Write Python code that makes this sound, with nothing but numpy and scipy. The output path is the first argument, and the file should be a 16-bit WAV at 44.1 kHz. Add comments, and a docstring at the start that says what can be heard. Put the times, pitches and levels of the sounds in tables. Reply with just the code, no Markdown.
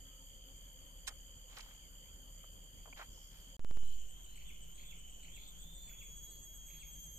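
"""A chorus of insects chirrs and trills around a swampy pond, over distant rumble, faint whistles,
rustling grass and snapping twigs. Midway the sound cuts out and restarts: the signal swings off zero
in steps while the volume creeps back. Then a cricket strokes its wings, a small bird repeats a phrase,
and a near cicada clicks its tymbals (drum-like skins on its body), rasping at first and then
tightening into a clear whine."""
import sys
import numpy as np
from scipy import signal
from scipy.io import wavfile
from scipy.ndimage import uniform_filter1d

SR = 44100
rng = np.random.default_rng(int(sys.argv[2]) if len(sys.argv) > 2 else 0)


def put_to_file(sound):
    """Save the sound as 16-bit audio at rate SR, in the file named by the first command-line argument."""
    columns = np.atleast_2d(sound).T  # one column per channel
    safe = np.clip(columns, -1, 1)
    whole_steps = np.round(safe * 32767)
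    wavfile.write(sys.argv[1], SR, whole_steps.astype(np.int16))


N = 316638
T = np.arange(N) / SR
CUT_S, RESTART_S = 3.567, 3.5944  # the sound drops out between these times
TREBLE_LIMIT_HZ = 14280


def gain_of(db):
    """Turns decibels into a number to multiply by."""
    return 10 ** (np.asarray(db) / 20)


def unit_level(x):
    """Scales a signal to an average (rms) size of 1."""
    return x / np.sqrt(np.mean(x ** 2) + 1e-20)


def sine(hz):
    """A pure tone that follows a pitch curve."""
    return np.sin(2 * np.pi * np.cumsum(hz) / SR)


def curve_at(points, hz):
    """Looks up values between a table's frequencies, on a log scale."""
    f, value = np.transpose(points)
    return np.interp(np.log(hz + 1), np.log(f + 1), value)


def add(mix, s, sound):
    """Mixes a sound in at s seconds."""
    part = mix[round(s * SR):][:len(sound)]
    part += sound[:len(part)]


def wander(hz):
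    """A random drift that changes up to about hz times a second."""
    return unit_level(signal.sosfilt(signal.butter(2, hz, fs=SR, output="sos"), rng.standard_normal(N)))


def resonate(x, hz, width_hz):
    """Rings at a moving pitch: shifts that pitch down to zero, smooths twice, and shifts back."""
    turn = np.exp(2j * np.pi * np.cumsum(hz) / SR)
    decay = np.exp(-np.pi * width_hz / SR)
    return (turn * signal.lfilter([(1 - decay) ** 2], [1, -2 * decay, decay ** 2], x / turn)).real


def place(x, pan_db, lag):
    """Puts a sound to one side: the left ear gets it pan_db louder and lag samples later."""
    return np.array([np.roll(x, lag) * gain_of(pan_db / 2), x * gain_of(-pan_db / 2)])


def echoes(x, fade_s, level_db):
    """A blur of echoes from the reeds and the far bank, different at each ear."""
    t = np.arange(SR // 3) / SR
    tail = rng.standard_normal((2, len(t))) * gain_of(-60 * t / fade_s) * (t > .005)
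    return gain_of(level_db) * signal.oaconvolve(x[None], tail / np.linalg.norm(tail[0]), axes=1)[:, :N]


def clicks(per_s, spread_db):
    """Two unrelated streams of dense clicks of uneven size."""
    size = gain_of(spread_db * np.minimum(rng.exponential(1, (2, N)), 4))
    return size * rng.standard_normal((2, N)) * (rng.random((2, N)) < per_s / SR)


# Tone of the open air before and after the restart: f/Hz, relative level/dB
AIR_BEFORE = [(20, -8.5), (50, 1.5), (75, -8), (110, -8.5), (180, -13.5), (300, -19), (1000, -25),
              (2500, -27.5), (5500, -65), (9000, -26.5), (10800, -33), (14500, -25)]
AIR_AFTER = [(20, -18), (55, 0.5), (80, -21.5), (110, -6), (180, -16), (300, -20.5), (1000, -28.5),
             (2500, -31), (5500, -45), (9000, -31), (10800, -35), (14500, -25.5)]
# How alike the air sounds at the two ears: f/Hz, likeness (1 same, 0 unrelated, -1 opposite)
AIR_LIKENESS = [(60, 0.78), (180, 0.75), (540, 0.36), (1610, -0.24), (4830, 1), (14500, -0.92)]


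def air(spectrum, level_db):
    """Open air and distant rumble: noise with drifting louder and softer patches."""
    frames, hz = N // 256 + 5, np.fft.rfftfreq(1024, 1 / SR)
    noise = rng.standard_normal((frames, 513, 5)).T
    left, other = noise[0] + 1j * noise[1], noise[2] + 1j * noise[3]
    patches = unit_level(uniform_filter1d(uniform_filter1d(noise[4], size=10, axis=0), size=8, axis=1))
    alike = curve_at(AIR_LIKENESS, hz)[:, None]
    ears = np.array([left, alike * left + np.sqrt(1 - alike ** 2) * other])
    ears *= gain_of(curve_at(spectrum, hz)[:, None] + 2.06 * patches) * (hz > 0)[:, None]
    return gain_of(level_db) * unit_level(signal.istft(ears, nperseg=1024, noverlap=768)[1][:, :N])


def engine():
    """A deep engine note far away, nearly steady."""
    tone = sine(37.5 * (1 + .051 * wander(9.1)))
    return gain_of(-55 + 2.3 * wander(28)) * tone


# Far insects and low hums: f/Hz, width/Hz, level before/dB, level after the restart/dB,
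# throb rate/Hz, throb depth (0-1), left over right/dB, likeness at the two ears (0-1)
CHORUS = [(50.75, 5.1, -76, -66, 15, 0.12, 14.5, 1), (160.6, 28, -76.5, -72.5, 3.6, 0.23, 1, 1),
          (267.5, 23, -80.5, -87.5, 23, 0.25, 3.5, 0.78), (530.7, 97, -76.5, -84, 6.5, 0.25, 1, 0.77),
          (3130, 300, -68.5, -72.5, 55, 0.23, 2.5, 0.17), (4536, 220, -80, -85, 56, 0.19, 2, 0.2),
          (4742, 220, -75, -88, 55, 0.2, -2.5, 0.36), (6614, 460, -69, -68.5, 110, 0, 0.5, 0.05),
          (7115, 664, -64.5, -63.5, 54, 0.1, -3.5, 0.067), (8960, 960, -79, -80.5, 90, 0, 11, 0.95),
          (12160, 720, -76, -90.5, 32, 0.1, -3.5, 0.3), (13280, 1500, -72, -72, 41, 0.1, 6.5, 0.37)]


def chorus():
    """Many tiny clicks ring one body pitch per kind of insect; each band throbs at its own uneven rate."""
    out, drive = np.zeros((2, N)), clicks(per_s=4000, spread_db=2.14)
    for hz, width, before_db, after_db, throb_hz, depth, pan_db, alike in CHORUS:
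        body = signal.tf2sos(*signal.iirpeak(hz, hz / width, SR))
        own_clicks = np.roll(drive, rng.integers(N), axis=1)
        left, other = signal.sosfilt(np.tile(body, (2, 1)), own_clicks)
        ears = np.array([left, alike * np.roll(left, 14) + np.sqrt(1 - alike ** 2) * other])
        throb = 1 + depth * sine(throb_hz * (1 + .2 * wander(8)))
        level_db = np.where(T < RESTART_S, before_db, after_db) + 1.26 * wander(7.8)
        out += unit_level(ears * throb) * gain_of(level_db + pan_db / 2 * np.array([[1], [-1]]))
    return out


# Faint far whistles: t/s, length/s, starting f/Hz, ending f/Hz, level/dB
WHISTLES = [(0, .25, 1260, 1300, -82), (1.68, .1, 1700, 2700, -78), (1.79, .1, 2550, 1950, -78),
            (2.01, .11, 1800, 2800, -77), (2.37, .1, 1950, 2800, -79), (2.76, .1, 1950, 2800, -78)]
# Faint hoarse notes, all rising alike: t/s, length/s, level/dB
CROAKS = [(3.812, .18, -75), (4.215, .27, -75), (4.73, .13, -73), (5.199, .1, -73.5), (5.33, .17, -73),
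          (5.72, .23, -76), (6.228, .2, -76), (6.67, .22, -76)]


def far_calls():
    """Sliding calls: a whistle blends a pure tone with ringing noise, a croak is all noise."""
    croak_from_hz, croak_to_hz = 3670, 4630
    calls = [(*row, .4) for row in WHISTLES]  # the added number is how hoarse the call is
    calls += [(s, length, croak_from_hz, croak_to_hz, db, 1) for s, length, db in CROAKS]
    out = np.zeros(N)
    for s, length, from_hz, to_hz, db, hoarse in calls:
        hz = np.linspace(from_hz, to_hz, round(length * SR))
        rough = resonate(rng.standard_normal(SR // 2)[:len(hz)], hz, width_hz=600)
        call = (1 - hoarse) * unit_level(sine(hz)) + hoarse * unit_level(rough)
        add(out, s, gain_of(db) * unit_level(call) * signal.windows.tukey(len(hz), .6))
    return place(out, pan_db=-1, lag=2) + echoes(out, fade_s=.25, level_db=-8)


def trill():
    """Even wing strokes, each a short ring, speed up for two seconds and then hold until the cut."""
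    strokes_per_s = np.interp(T, [0, 2], [63.5, 69.3]) * (1 + .015 * wander(3.87))
    strokes = abs(sine(strokes_per_s / 2)) ** 4.3  # two humps per wave
    ring = sine(3140 * (1 + .026 * wander(82.5)))
    song = unit_level(ring * strokes) * gain_of(-67 + .8 * wander(12)) * (T < CUT_S)
    return place(song, pan_db=.7, lag=-17) + echoes(song, fade_s=.2, level_db=-7)


# Grass swishes: t/s, base length/s, base level/dB, lowest f/Hz, highest f/Hz
SWISHES = [(1.086, .035, -63, 500, 1980), (1.473, 0.26, -68.5, 705, 4230), (2.866, 0.034, -65, 490, 990),
           (2.959, 0.076, -60, 566, 3240), (2.991, 0.021, -55, 590, 1720), (3.01, 0.02, -53, 630, 2050),
           (3.084, 0.28, -75.5, 4800, 6100), (3.287, .23, -74, 493, 4430)]
# Short pitched ticks: t/s, base level/dB, f/Hz
TICKS = [(2.925, -53.5, 2370), (3.173, -70.5, 925), (5.91, -69, 1520)]
# Twigs snapping close by: t/s, base level/dB, middle f/Hz, left over right/dB
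TWIGS = [(1.069, -57.5, 4470, -17), (1.074, -43.5, 2820, -2.5), (1.567, -56.5, 2400, -5),
         (1.572, -55, 1250, 2), (1.583, -62, 5300, 18), (1.591, -56.5, 1450, 0), (1.605, -65, 3540, -25),
         (1.662, -67.5, 880, 2), (1.685, -68, 1060, 5), (1.709, -66.5, 1670, -4), (2.439, -64, 920, 0),
         (2.856, -62, 930, 3), (2.927, -65, 910, 0)]


def rustles():
    """Grass, ticks and twigs are clumps of tiny snaps, quick to rise and slower to settle."""
    bursts = [(*row, 1) for row in SWISHES]  # 1 dB to the left
    tick_spread = 2 ** (.11 / 2)  # a band .11 octaves wide
    bursts += [(s, .0087, db, hz / tick_spread, hz * tick_spread, 0) for s, db, hz in TICKS]
    for s, db, hz, pan_db in TWIGS:
        force_db = db + 72  # louder snaps last longer and cover more pitches
        length, spread = .005 + .0004 * force_db, 2 ** ((.6 + .09 * force_db) / 2)
        bursts.append((s, length, db, hz / spread, min(hz * spread, TREBLE_LIMIT_HZ), pan_db))
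    out, grain_samples = np.zeros((2, N)), 32
    for s, length, db, low_hz, high_hz, pan_db in bursts:
        progress = np.linspace(0, 1, round(1.56 * length * SR))
        noise = rng.standard_normal((2, SR))[:, :len(progress)]
        sizes = gain_of(1.53 * rng.standard_normal(SR // grain_samples))
        snaps = noise * np.repeat(sizes, grain_samples)[:len(progress)]
        snaps[0] = .43 * np.roll(snaps[1], 6) + .62 * snaps[0]  # the ears share part of the sound
        band = signal.butter(2, [low_hz, max(high_hz, 1.1 * low_hz)], "band", fs=SR, output="sos")
        shape = np.minimum(progress / .15, 1) * (1 - progress) ** 1.1
        burst = unit_level(signal.sosfilt(band, snaps)) * shape
        for side in range(2):
            add(out[side], s, gain_of(db + 7.5 + pan_db * (.5 - side)) * burst[side])
    return out


# The notes of the bird's phrase: t/s within it, length/s, starting f/Hz, ending f/Hz, relative level/dB
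BIRD_NOTES = [(0, .0074, 2920, 1960, -6), (.017, .014, 1900, 3100, -3.5), (.052, .014, 1900, 3100, -4),
              (.092, .016, 3150, 3600, -2), (.108, .026, 3600, 3150, -2), (.126, .033, 3100, 1980, -2)]
# Each time the bird sings it: t/s, level/dB
BIRD_REPEATS = [(4.357, -57), (4.778, -57.5), (5.228, -57), (5.875, -57), (6.682, -58.5)]


def bird():
    """A small bird sings pure sliding notes, the same phrase each time, and the far bank echoes them."""
    out = np.zeros(N)
    for s, phrase_db in BIRD_REPEATS:
        for start, length, from_hz, to_hz, db in BIRD_NOTES:
            hz = np.geomspace(from_hz, to_hz, round(length * SR))
            note = sine(hz) * signal.windows.tukey(len(hz), .5)
            add(out, s + start, gain_of(phrase_db + db) * note)
    return place(out, pan_db=-1.8, lag=20) + echoes(out, fade_s=.55, level_db=1)


# Cricket chirps: t/s, number of wing strokes
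CHIRPS = [(3.875, 1), (4.093, 3), (4.245, 2), (4.357, 3), (4.478, 3), (4.620, 3), (4.748, 3), (4.861, 3),
          (4.982, 3), (5.101, 3), (5.229, 3), (5.349, 3), (5.476, 3), (5.603, 4), (5.741, 4), (5.869, 3),
          (6.029, 3), (6.164, 3), (6.293, 4), (6.420, 4), (6.548, 4), (6.669, 4), (6.797, 4), (6.917, 4),
          (7.037, 4), (7.166, 2)]


def cricket():
    """Each wing stroke rings for a few milliseconds; the strokes grow louder through a chirp."""
    t, out = np.arange(round(.0087 * SR)) / SR, np.zeros(N)
    stroke = np.hanning(len(t)) * np.sin(2 * np.pi * (8150 * t - 15000 * t ** 2))  # slides down a little
    for s, count in CHIRPS:
        for k in range(count):
            level_db = -54 - 4.9 * np.exp(-k / 2.8) + .46 * rng.standard_normal()
            add(out, s - .003 + .0082 * k, gain_of(level_db) * stroke)
    return place(out, pan_db=7.5, lag=-16) + echoes(out, fade_s=.2, level_db=-11)


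# The rasping cicada lifts its pitch three times: starting t/s, peak t/s, rise in f/Hz
RASP_LIFTS = [(4.108, 4.214, 178), (4.707, 4.899, 370), (5.292, 5.495, 495)]


def cicada_rasp():
    """Uneven tymbal clicks ring the body; as its pitch lifts, the rasp gets louder and brighter."""
    rest_hz, full_lift_hz, fall_s = 3034, 530, .0475
    whine_s, end_s = WHINE_PITCH[0][0], 5.85
    pitch = rest_hz
    for s, peak_s, hz in RASP_LIFTS:
        pitch += hz * np.sin(np.pi / 2 * np.interp(T, [s, peak_s, peak_s + fall_s], [0, 1, 0]))
    pitch = np.where(T < whine_s, pitch, np.interp(T, *np.transpose(WHINE_PITCH)))
    lift = (pitch - rest_hz) / full_lift_hz
    drive = clicks(per_s=1500, spread_db=.78)
    drive[1] = .7 * np.roll(drive[0], 17) + .7 * drive[1]  # the ears share part of the sound
    # How the body rings: multiple of the pitch, width/Hz, relative level/dB, change at full lift/dB
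    rings = [(1, 80, 2, -14), (1, 450, 2, 0), (2, 500, -6, 4), (4, 800, -9, 9)]
    body = sum(gain_of(db + lift_db * lift) * unit_level(resonate(drive, multiple * pitch, width))
               for multiple, width, db, lift_db in rings)
    fade_db = np.interp(T, [whine_s, end_s], [0, -8])  # the rasp gives way to the whine
    return body * gain_of(-70 + 5.5 * lift + fade_db) * (T > RESTART_S) * (T < end_s)


# The pitch of the same cicada's whine: t/s, f/Hz
WHINE_PITCH = [(5.55, 3200), (5.62, 3430), (5.71, 3558), (5.87, 3525), (5.91, 3388), (6.1, 3338),
               (6.7, 3256), (6.74, 3272), (7.18, 3212)]
# The tones in the whine: multiple of the pitch, relative level/dB, flutter depth (0-1),
# level drift/dB, left over right/dB
WHINE_TONES = [(1, 2.5, .04, 1.2, -1), (2, 5.5, .4, 3, -3.6), (3, -19, .2, 3, 0), (4, 2.5, .4, 2.5, 2.4)]


def cicada_whine():
    """The clicks lock into a stack of fluttering tones: the upper ones grow as the roughness eases."""
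    lock_s, swell_s, growth_db_per_s = .36, .04, .8
    since = np.maximum(T - WHINE_PITCH[0][0], 0)
    loose = np.maximum(1 - since / lock_s, 0)  # falls from 1 to 0 as the clicks lock
    effort_db = -63.5 - 10 * np.exp(-since / swell_s) + growth_db_per_s * since
    upper_db = -24 * loose ** 2
    rough = .25 + .35 * np.sqrt(loose)
    pitch = np.interp(T, *np.transpose(WHINE_PITCH)) * (1 + .02 * rough ** 2 * wander(200))
    turns, flutter = np.cumsum(pitch) / SR, sine(.105 * pitch)
    drifts = [wander(13) for _ in range(3)]
    out = np.zeros((2, N))
    for n, (multiple, db, depth, drift_db, pan_db) in enumerate(WHINE_TONES):
        tone = (1 + depth * flutter) * np.exp(2j * np.pi * multiple * turns)
        for side in range(2):  # echoes make each tone fade and slip differently at each ear
            swell, slip = drifts[(n + side) % 3], drifts[(n + side + 1) % 3]
            level_db = effort_db + db + upper_db * (n > 0) + drift_db * swell + pan_db * (.5 - side)
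            out[side] += gain_of(level_db) * (tone * np.exp(.55j * np.sqrt(multiple) * slip)).real
    return np.array([np.roll(out[0], -14), out[1]]) * (since > 0)  # the left ear hears it first


def scene():
    """Everything around the pond, mixed together."""
    open_air = np.where(T < RESTART_S, air(AIR_BEFORE, level_db=-61), air(AIR_AFTER, level_db=-61))
    background = open_air + engine()
    insects = chorus() + trill() + cicada_rasp() + cicada_whine() + cricket()
    return background + insects + bird() + far_calls() + rustles()


# Sudden jumps as the volume climbs back after the restart: t/s, change in level/dB
VOLUME_JUMPS = [(3.6032, 2.0), (3.6476, -5.4), (3.7115, -2.95), (3.7727, -2.3), (3.8325, -1.0)]


def record(dry):
    """The sound drops out briefly and returns in steps, pushed off zero; the highest treble is cut."""
    muted_db, restart_gain, climb_per_s = -45, .135, 6.5
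    gain = np.where(T < RESTART_S, gain_of(muted_db), restart_gain)
    for s, jump_db in VOLUME_JUMPS:
        jumped = gain[round(s * SR)] * gain_of(jump_db)
        gain = np.where(T < s, gain, np.minimum(jumped + climb_per_s * (T - s), 1))
    since = np.maximum(T - RESTART_S, 0)
    drain_s, recover_s = .354, 1.15  # the push drains away, dips past zero and creeps back
    push = .0975 * np.exp(-(since / drain_s) ** 2) - .0089 * np.exp(-since / recover_s)
    offset = push * (T >= RESTART_S) * np.array([[.68], [1]])  # weaker on the left
    heard = np.where(T < CUT_S, 1, gain) * (dry + offset)
    treble_cut = signal.firwin(1023, TREBLE_LIMIT_HZ, window=("kaiser", 9), fs=SR)
    return signal.oaconvolve(heard, treble_cut[None], "same", axes=1)


dry = scene()
out = record(dry)
put_to_file(out)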